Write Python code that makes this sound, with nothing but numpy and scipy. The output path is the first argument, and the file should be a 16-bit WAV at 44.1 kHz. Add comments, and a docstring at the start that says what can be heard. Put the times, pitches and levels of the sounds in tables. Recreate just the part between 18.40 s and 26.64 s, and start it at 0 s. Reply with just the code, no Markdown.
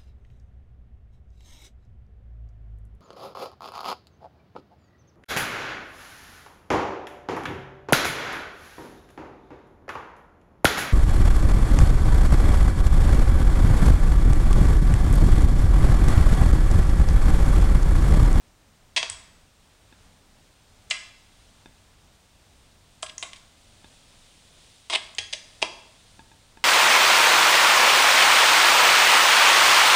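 """In a small kitchen, hard, cold sausages are taken from a plate and laid one by one in a dry steel pot.
Each lands in a quick clatter of touches that sets the pot ringing; some skid with a tiny squeak,
and now and then the pot thumps on its board. Between landings the plate is knocked softly.
Landings and knocks echo off the walls, over a low rumble, a hum and a faint hiss."""
import sys
import numpy as np
from scipy import signal
from scipy.fft import rfft, irfft
from scipy.io import wavfile
from scipy.ndimage import uniform_filter1d

SR = 44100
rng = np.random.default_rng(int(sys.argv[2]) if len(sys.argv) > 2 else 0)


def wav_record(signal):
    """Record a signal, one row per channel, as 16-bit PCM in the file named by sys.argv[1]."""
    frames = np.transpose(np.atleast_2d(signal))
    bounded = np.clip(frames, -1, 1)
    # unit amplitude maps onto the largest positive 16-bit level
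    quanta = np.round(bounded * 32767).astype(np.int16)
    wavfile.write(sys.argv[1], SR, quanta)


N = 363384
TIME = np.arange(N) / SR
MIC_TOP_HZ, FINAL_TOP_HZ = 9900, 15800


def undb(db):
    """Turn decibels into a factor to multiply by."""
    return 10 ** (np.asarray(db) / 20)

def unit_rms(x):
    """Scale to an average power of 1."""
    return x / np.sqrt(np.mean(x ** 2))

def unit_energy(x):
    """Scale to a total energy of 1."""
    return x / np.sqrt(np.sum(x ** 2))

def fade(t60, size):
    """A smooth decay that loses 60 dB in t60 seconds, the fade time."""
    return np.exp(-np.log(1000) * TIME[:size] / t60)

def add(out, start_s, x):
    """Mix x into out from start_s on."""
    i = int(start_s * SR)
    out[i:i + len(x)] += x[:N - i]

def noise(colour):
    """Noise shaped by (frequency [Hz], level [dB]) points."""
    hz, db = np.transpose(colour)
    f = np.fft.rfftfreq(N, 1 / SR) + 1
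    gain = undb(np.interp(np.log(f), np.log(hz), db))
    return unit_rms(irfft(rfft(rng.standard_normal(N)) * gain, N))

def wander(rate_hz):
    """A slow random drift, about 1 in size."""
    k = int(SR / rate_hz)
    steps = np.repeat(rng.standard_normal(N // k + 1), k)
    return unit_rms(uniform_filter1d(uniform_filter1d(steps, k), k)[:N])

def ring(tones):
    """Fading tones from (pitch [Hz], level [dB], fade time [s]) rows."""
    return sum(undb(db) * fade(t60, SR) * np.sin(2 * np.pi * hz * TIME[:SR]) for hz, db, t60 in tones)

def hump(hz, width_hz, order=2):
    """A resonance: a hill of power around one pitch, steeper at a higher order."""
    f = np.fft.rfftfreq(1024, 1 / SR) + 1
    power = 1 / (1 + ((f ** 2 - hz ** 2) / (f * width_hz)) ** 2) ** order
    return power / power.mean()

def click(power):
    """The sharpest click that has this power at each frequency."""
    cepstrum = irfft(np.log(power + 1e-18) / 2)
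    half = len(cepstrum) // 2
    cepstrum[1:half] *= 2
    cepstrum[half + 1:] = 0
    return irfft(np.exp(rfft(cepstrum)))

def shimmer(x, db, t60, size=8192):
    """Follow x with a dense, short ringing, different every time."""
    tail = unit_energy(rng.standard_normal(size) * fade(t60, size))
    return signal.fftconvolve(x, signal.unit_impulse(size) + undb(db) * tail)

# the colour of the room's rumble: (frequency [Hz], relative level [dB])
RUMBLE_COLOUR = [(12, -28), (20, 1), (43, -1.5), (97, -5), (165, -9.5), (259, -11.5), (355, -17),
                 (501, -17), (542, -16.5), (587, -15.5), (1370, -20), (1730, -22), (3440, -24.5),
                 (9390, -29.5), (11000, -49), (14300, -70), (22000, -120)]
def rumble_and_hum():
    """The room rumbles softly under a low, wavering hum."""
    rumble = noise(RUMBLE_COLOUR) * undb(-57.69 + wander(7.4))
    hum_hz = 95 + 3 * wander(23)
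    hum = np.sin(2 * np.pi * np.cumsum(hum_hz) / SR) * undb(-67 + 1.5 * wander(4))
    return rumble + hum

# the colour of the hiss: (frequency [Hz], relative level [dB])
HISS_COLOUR = [(300, -6), (650, -2.5), (1100, -10), (2200, -4), (2700, -1), (3600, 2.5), (4300, -0.5),
               (6500, -5), (9300, -4), (10500, -4)]
# how loud the hiss is: (time [s], level [dB])
HISS_SWELL = [(0, -71), (1.15, -64), (2.2, -64), (3, -59.5), (3.6, -63.5), (4.9, -60), (5.3, -57),
              (6.1, -54.5), (7.6, -55), (8.24, -60.5)]
def hiss():
    """A faint hiss slowly swells and sinks."""
    swell_db = np.interp(TIME, *np.transpose(HISS_SWELL))
    return noise(HISS_COLOUR) * undb(swell_db + 0.54 * wander(12))

def through_steel(x, lag_s=0.001492, at_hz=1000):
    """High notes travel faster in sheet steel, so a click arrives as a brief falling chirp."""
    f = np.fft.rfftfreq(len(x), 1 / SR)
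    late_cycles = lag_s * (2 * np.sqrt(at_hz * f) - f * np.sqrt(at_hz / MIC_TOP_HZ))
    return irfft(rfft(x) * np.exp(-2j * np.pi * late_cycles))

def touch(db, clack_hz, thud_db, snap_db, tick_db, base_hz, weight_db):
    """One touch shakes the pot's base (thud), its wall (clack) and the hard skin (snap, tick)."""
    thud = hump(base_hz, 440) + 0.4049 * hump(652.24, 160) + undb(weight_db) ** 2 * hump(424, 370)
    clack = (0.52 * hump(clack_hz, 780) + 0.095 * hump(2044, 690)
             + 0.16 * hump(2520, 800) + 0.11 * hump(3790, 1000))
    snap = hump(4926.9, 650) + 1.13 * hump(5900, 2360)
    tick = hump(8069.6, 1700) + 0.4 * hump(9650, 1500)
    body = click(clack + 0.32 * undb(thud_db) ** 2 * thud)
    body = shimmer(through_steel(body), db=-3, t60=0.038)
    # the rough skin meets the steel at many points, which smears the high notes
    skin = click(0.5 * undb(snap_db) ** 2 * snap + 0.47 * undb(tick_db) ** 2 * tick)
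    skin = shimmer(through_steel(skin), db=0.1, t60=0.034)
    return undb(db + 16.5) * (body + undb(-1) * skin)

def chatter(lead_s, settle_s, chatter_db, gap_s=0.003, build_db_per_s=595, settle_db_per_s=401):
    """A sausage lands bit by bit, touching before and after the main blow: (delay [s], level [dB])."""
    touches = [(0, 0)]
    for side, length_s, db_per_s in ((-1, lead_s, build_db_per_s), (0.98, settle_s, settle_db_per_s)):
        count = round(length_s / gap_s)
        for k in range(count):
            jitter, scatter_db = rng.standard_normal(2)
            away_s = length_s * (k + 1) / count + 0.18 * gap_s * jitter
            touches.append((side * away_s, chatter_db - db_per_s * k * gap_s + scatter_db))
    return touches

# a sausage taps the steel; thud, snap, tick and chatter are relative to the tap's level:
# (time [s], level [dB], clack pitch [Hz], thud [dB], snap [dB], tick [dB],
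#  lead-in [s], settling [s], chatter [dB])
SAUSAGE_TAPS = [(0.5713, -16, 3080, -11, -8, -16.5, 0.0085, 0.0091, 0.5),
                (0.6288, -15.5, 3200, -6, -13, -21, 0.00022, 0.00077, 0),
                (2.5106, -14.5, 3050, -12.5, -9.5, -12, 0.0019, 0.0074, -8),
                (4.6291, -24.5, 3291, 1.5, -6.5, -1.5, 0, 0.017, -18),
                (4.665, -38.5, 2870, -8, -7, -8, 0.0024, 0.0031, 0),
                (4.696, -33.5, 3300, -20, -12, -14, 0.013, 0.0049, -9),
                (4.8263, -26, 3050, -1.5, -12.5, -5.5, 0.0012, .009, -4.5),
                (4.9325, -34, 3145, -15, -9, -9, 0, 0, 0),
                (4.9636, -46.5, 3200, -22, -5.5, -3.5, 0.0026, 0.0045, 0),
                (6.5001, -25, 3055, -0.5, -8, -9, 0.002, 0.017, -3.5),
                (6.5353, -17, 3257, -6, -12.5, -15, 0.014, .008, -4.5),
                (6.5534, -12.5, 3190, -11.5, -18, -15, .0044, 0.0042, -1),
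                (6.7836, -18.5, 2940, -16, -5.5, -13, 0, 0.0046, -2.5),
                (6.9352, -22, 3280, -10.5, -6.5, -12.5, 0.0077, 0, -1.5),
                (7.2263, -12, 2660, -2.5, -10, -15.5, 0.008, 0, -13.5)]
def taps(start, end, base_hz, weight_db, spread_octaves=0.14):
    """The taps from start to end: each a quick run of touches at slightly different pitches."""
    out = np.zeros(N)
    for s, db, hz, thud_db, snap_db, tick_db, lead_s, settle_s, chatter_db in SAUSAGE_TAPS:
        if start <= s < end:
            for delay_s, touch_db in chatter(lead_s, settle_s, chatter_db):
                skin_db = -0.28 * touch_db  # lighter touches are more skin, so brighter
                clack_hz = hz * 2 ** (spread_octaves * rng.standard_normal()) if delay_s else hz
                sound = touch(db + touch_db, clack_hz, thud_db, snap_db + skin_db, tick_db + skin_db,
                              base_hz, weight_db)
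                add(out, s - start + delay_s, sound)
    return out[:SR]

# the pot's own notes: (pitch [Hz], relative level [dB], fade time [s])
POT_TONES = [(627, 6.5, 0.31), (748, 7, 0.075), (1067.5, 4, 0.3), (1120, -6, 0.32), (1640, 7, 0.19),
             (2064, 13, 0.13), (2270, -21, 0.23), (2500, -6, 0.31), (2670, -3, 0.57), (2730, -16.5, 0.29),
             (3045, -22, 0.24), (3327, -3, 0.52), (3200, 7.5, 0.12), (3700, -7, 0.15), (3840, -0.5, 0.2),
             (4620, -12.5, .35), (4800, -1, 0.6), (5640, 5, .3), (6060, -4.5, .35), (6500, 1.5, 0.56),
             (7870, 8, .3)]
def pot_ring(strikes, ring_db, favoured_hz, boost_db, fade_scale):
    """Each note of the pot stores the energy that reaches its pitch and gives it off as a fading tone."""
    f, colour = signal.welch(strikes, SR, nperseg=128)
    out = np.zeros(len(strikes))
    for hz, db, t60 in POT_TONES:
        closeness = np.exp(-(np.log2(hz / favoured_hz) / 0.091) ** 2)
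        gain = undb(db + ring_db + boost_db * closeness - 49.5)
        kept_per_sample = np.exp(-2 * np.log(1000) / (t60 * fade_scale * SR))
        stored = signal.lfilter([1], [1, -kept_per_sample], strikes ** 2 + 1e-18)
        share = np.interp(hz, f, colour) / colour.mean()
        tone = np.sin(2 * np.pi * (hz * TIME[:len(strikes)] + rng.random()))
        out += gain * np.sqrt(stored * share) * tone
    return out

# where each sausage lies, which decides how the pot answers from then on:
# (time [s], ring level [dB], favoured pitch [Hz], its boost [dB], pitch of the base [Hz],
#  weight of the thud [dB], fade time scale [times], echo [dB])
LANDING_SPOTS = [(.5, -8.5, 3390, 11.5, 954.3, -9, 0.51, -6), (2.4, -9, 2075, 6.5, 1120, -16, 1.2, -5.5),
                 (4.5, -10, 1651, 5.5, 1160, -17, .85, -11), (4.75, -9, 1170, -2, 1080, -17, 0.65, -6.5),
                 (6.4, -12.5, 3410, 8.5, 990, -9.5, 0.8576, -10.5),
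                 (6.7, -5.5, 3390, 14.5, 664, -8, 0.7, -7.5), (6.9, -8.5, 616, 7, 704, -29, 0.6, -7.5),
                 (7.099, -11, 3280, 8, 850, -6.5, 1.15, -8.5)]
def landings():
    """At each spot, taps and skids set the pot ringing, and the kitchen echoes it all."""
    out = np.zeros(N)
    ends = [spot[0] for spot in LANDING_SPOTS[1:]] + [N / SR]
    for spot, end in zip(LANDING_SPOTS, ends):
        start, ring_db, favoured_hz, boost_db, base_hz, weight_db, fade_scale, echo_db = spot
        strikes = taps(start, end, base_hz, weight_db) + squeaks(start, end)
        ringing = pot_ring(strikes, ring_db, favoured_hz, boost_db, fade_scale)
        add(out, start, kitchen_echo(strikes + ringing, echo_db))
    return out

# the echo off the walls: (frequency [Hz], fade time [s], relative level [dB])
WALL_ECHO = [(150, 0.73, 8.5), (350, 0.58, 0.5), (716, 0.7, -1), (1400, 0.7, 4), (2880, 0.59, -4),
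             (5400, 0.656, 0.5), (9020, 0.5, 0.5)]
def kitchen_echo(x, echo_db, gap_s=0.0027, build_s=0.016):
    """Add a wash of echoes that builds after a short gap; each frequency fades at its own pace."""
    hz, t60, db = np.transpose(WALL_ECHO)
    f, t, cells = signal.stft(rng.standard_normal(SR), SR, nperseg=256)
    t60, db = (np.interp(np.log(f + 1), np.log(hz), column)[:, None] for column in (t60, db))
    tail = signal.istft(cells * undb(db) * np.exp(-np.log(1000) * t / t60))[1]
    build = np.clip((TIME[:len(tail)] - gap_s) / build_s, 0, 1)
    early = 1 + undb(6.5) * fade(0.11, len(tail))  # extra echo off the worktop and the cook
    echo = signal.fftconvolve(x, unit_energy(tail * build * early))[:len(x)]
    return x + undb(echo_db) * echo

# skids on the steel: (time [s], pitch [Hz], relative level [dB], length [s])
SKIDS = [(0.698, 8160, -19.5, 0.0028), (2.5, 6900, -29, 0.0053), (2.505, 3107, -31, 0.0064),
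         (4.6241, 7900, -28, 0.0025), (4.78, 6230, -25, 0.0025), (4.798, 6700, -50, 0.06),
         (6.7485, 7460, -33.5, 0.002)]
def squeaks(start, end, size=4096):
    """The skids from start to end: a sausage sticks and slips, making a tiny, raspy squeak."""
    out = np.zeros(N)
    for s, hz, db, length_s in SKIDS:
        if start <= s < end:
            squeal, rasp = hump(hz, 1200, order=1), 0.076 * hump(2800, 4600)
            slip = signal.fftconvolve(rng.standard_normal(size), click(squeal + rasp))[:size]
            age = TIME[:size] / length_s
            swell = 2 * age * np.exp(1 - 2 * age)
            add(out, s - start, undb(db - 4.5) * swell * unit_rms(slip))
    return out[:SR]

# the pot's low thumps: (time [s], pitch [Hz], level [dB], fade time [s])
POT_THUMPS = [(0.705, 91.91, -42, 0.2216), (0.744, 62, -47, .25), (6.79, 92.3, -47.5, 0.5),
              (7.225, 137.9, -39.5, 0.039)]
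def pot_thumps():
    """The whole pot rocks on its board, each time with one low, fading tone."""
    out = np.zeros(N)
    for s, hz, db, t60 in POT_THUMPS:
        add(out, s, ring([(hz, db, t60)]))
    return out

# the plate's own notes: (pitch [Hz], relative level [dB], fade time [s])
PLATE_TONES = [(899, -1.5, 0.1), (1660, 0, 0.046), (2550, -5.5, 0.03417), (3601.6, -4.5, 0.054)]
# knocks on the plate: (time [s], ring level [dB], relative thump level [dB], brightness [dB per octave])
PLATE_KNOCKS = [(1.5261, -58.5, -56, 5), (3.259, -55, -49, 5.5), (5.4444, -54.5, -52.5, 4),
                (7.7935, -43, -53, -2.5), (7.916, -49.5, -61, -2), (8.173, -47.5, -52, -2.5)]
def plate_knocks():
    """Soft knocks on a china plate muffled by a hand: a dull thump and a brief ring."""
    out = np.zeros(N)
    thump = shimmer(click(hump(180, 447.8) + 0.084 * hump(2400, 3500)), db=3.5, t60=0.016)
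    lowest_hz = PLATE_TONES[0][0]
    for s, ring_db, thump_db, tilt in PLATE_KNOCKS:
        tones = [(hz, db + ring_db + tilt * np.log2(hz / lowest_hz), t60) for hz, db, t60 in PLATE_TONES]
        add(out, s, ring(tones))
        add(out, s, undb(thump_db + 24.5) * thump)
    return kitchen_echo(out, echo_db=-11)

def scene():
    """Pot, plate and room together in one channel."""
    return (landings() + pot_thumps() + plate_knocks() + rumble_and_hum() + hiss())[None]

def record(dry):
    """The microphone misses the highest notes; a trace of amplifier noise joins, then the top is cut."""
    heard = signal.sosfilt(signal.ellip(10, .3, 70, MIC_TOP_HZ, fs=SR, output="sos"), dry)
    heard = heard + undb(-71.5) * rng.standard_normal(dry.shape)
    return signal.sosfilt(signal.ellip(10, .2, 70, FINAL_TOP_HZ, fs=SR, output="sos"), heard)


dry = scene()
out = record(dry)
wav_record(out)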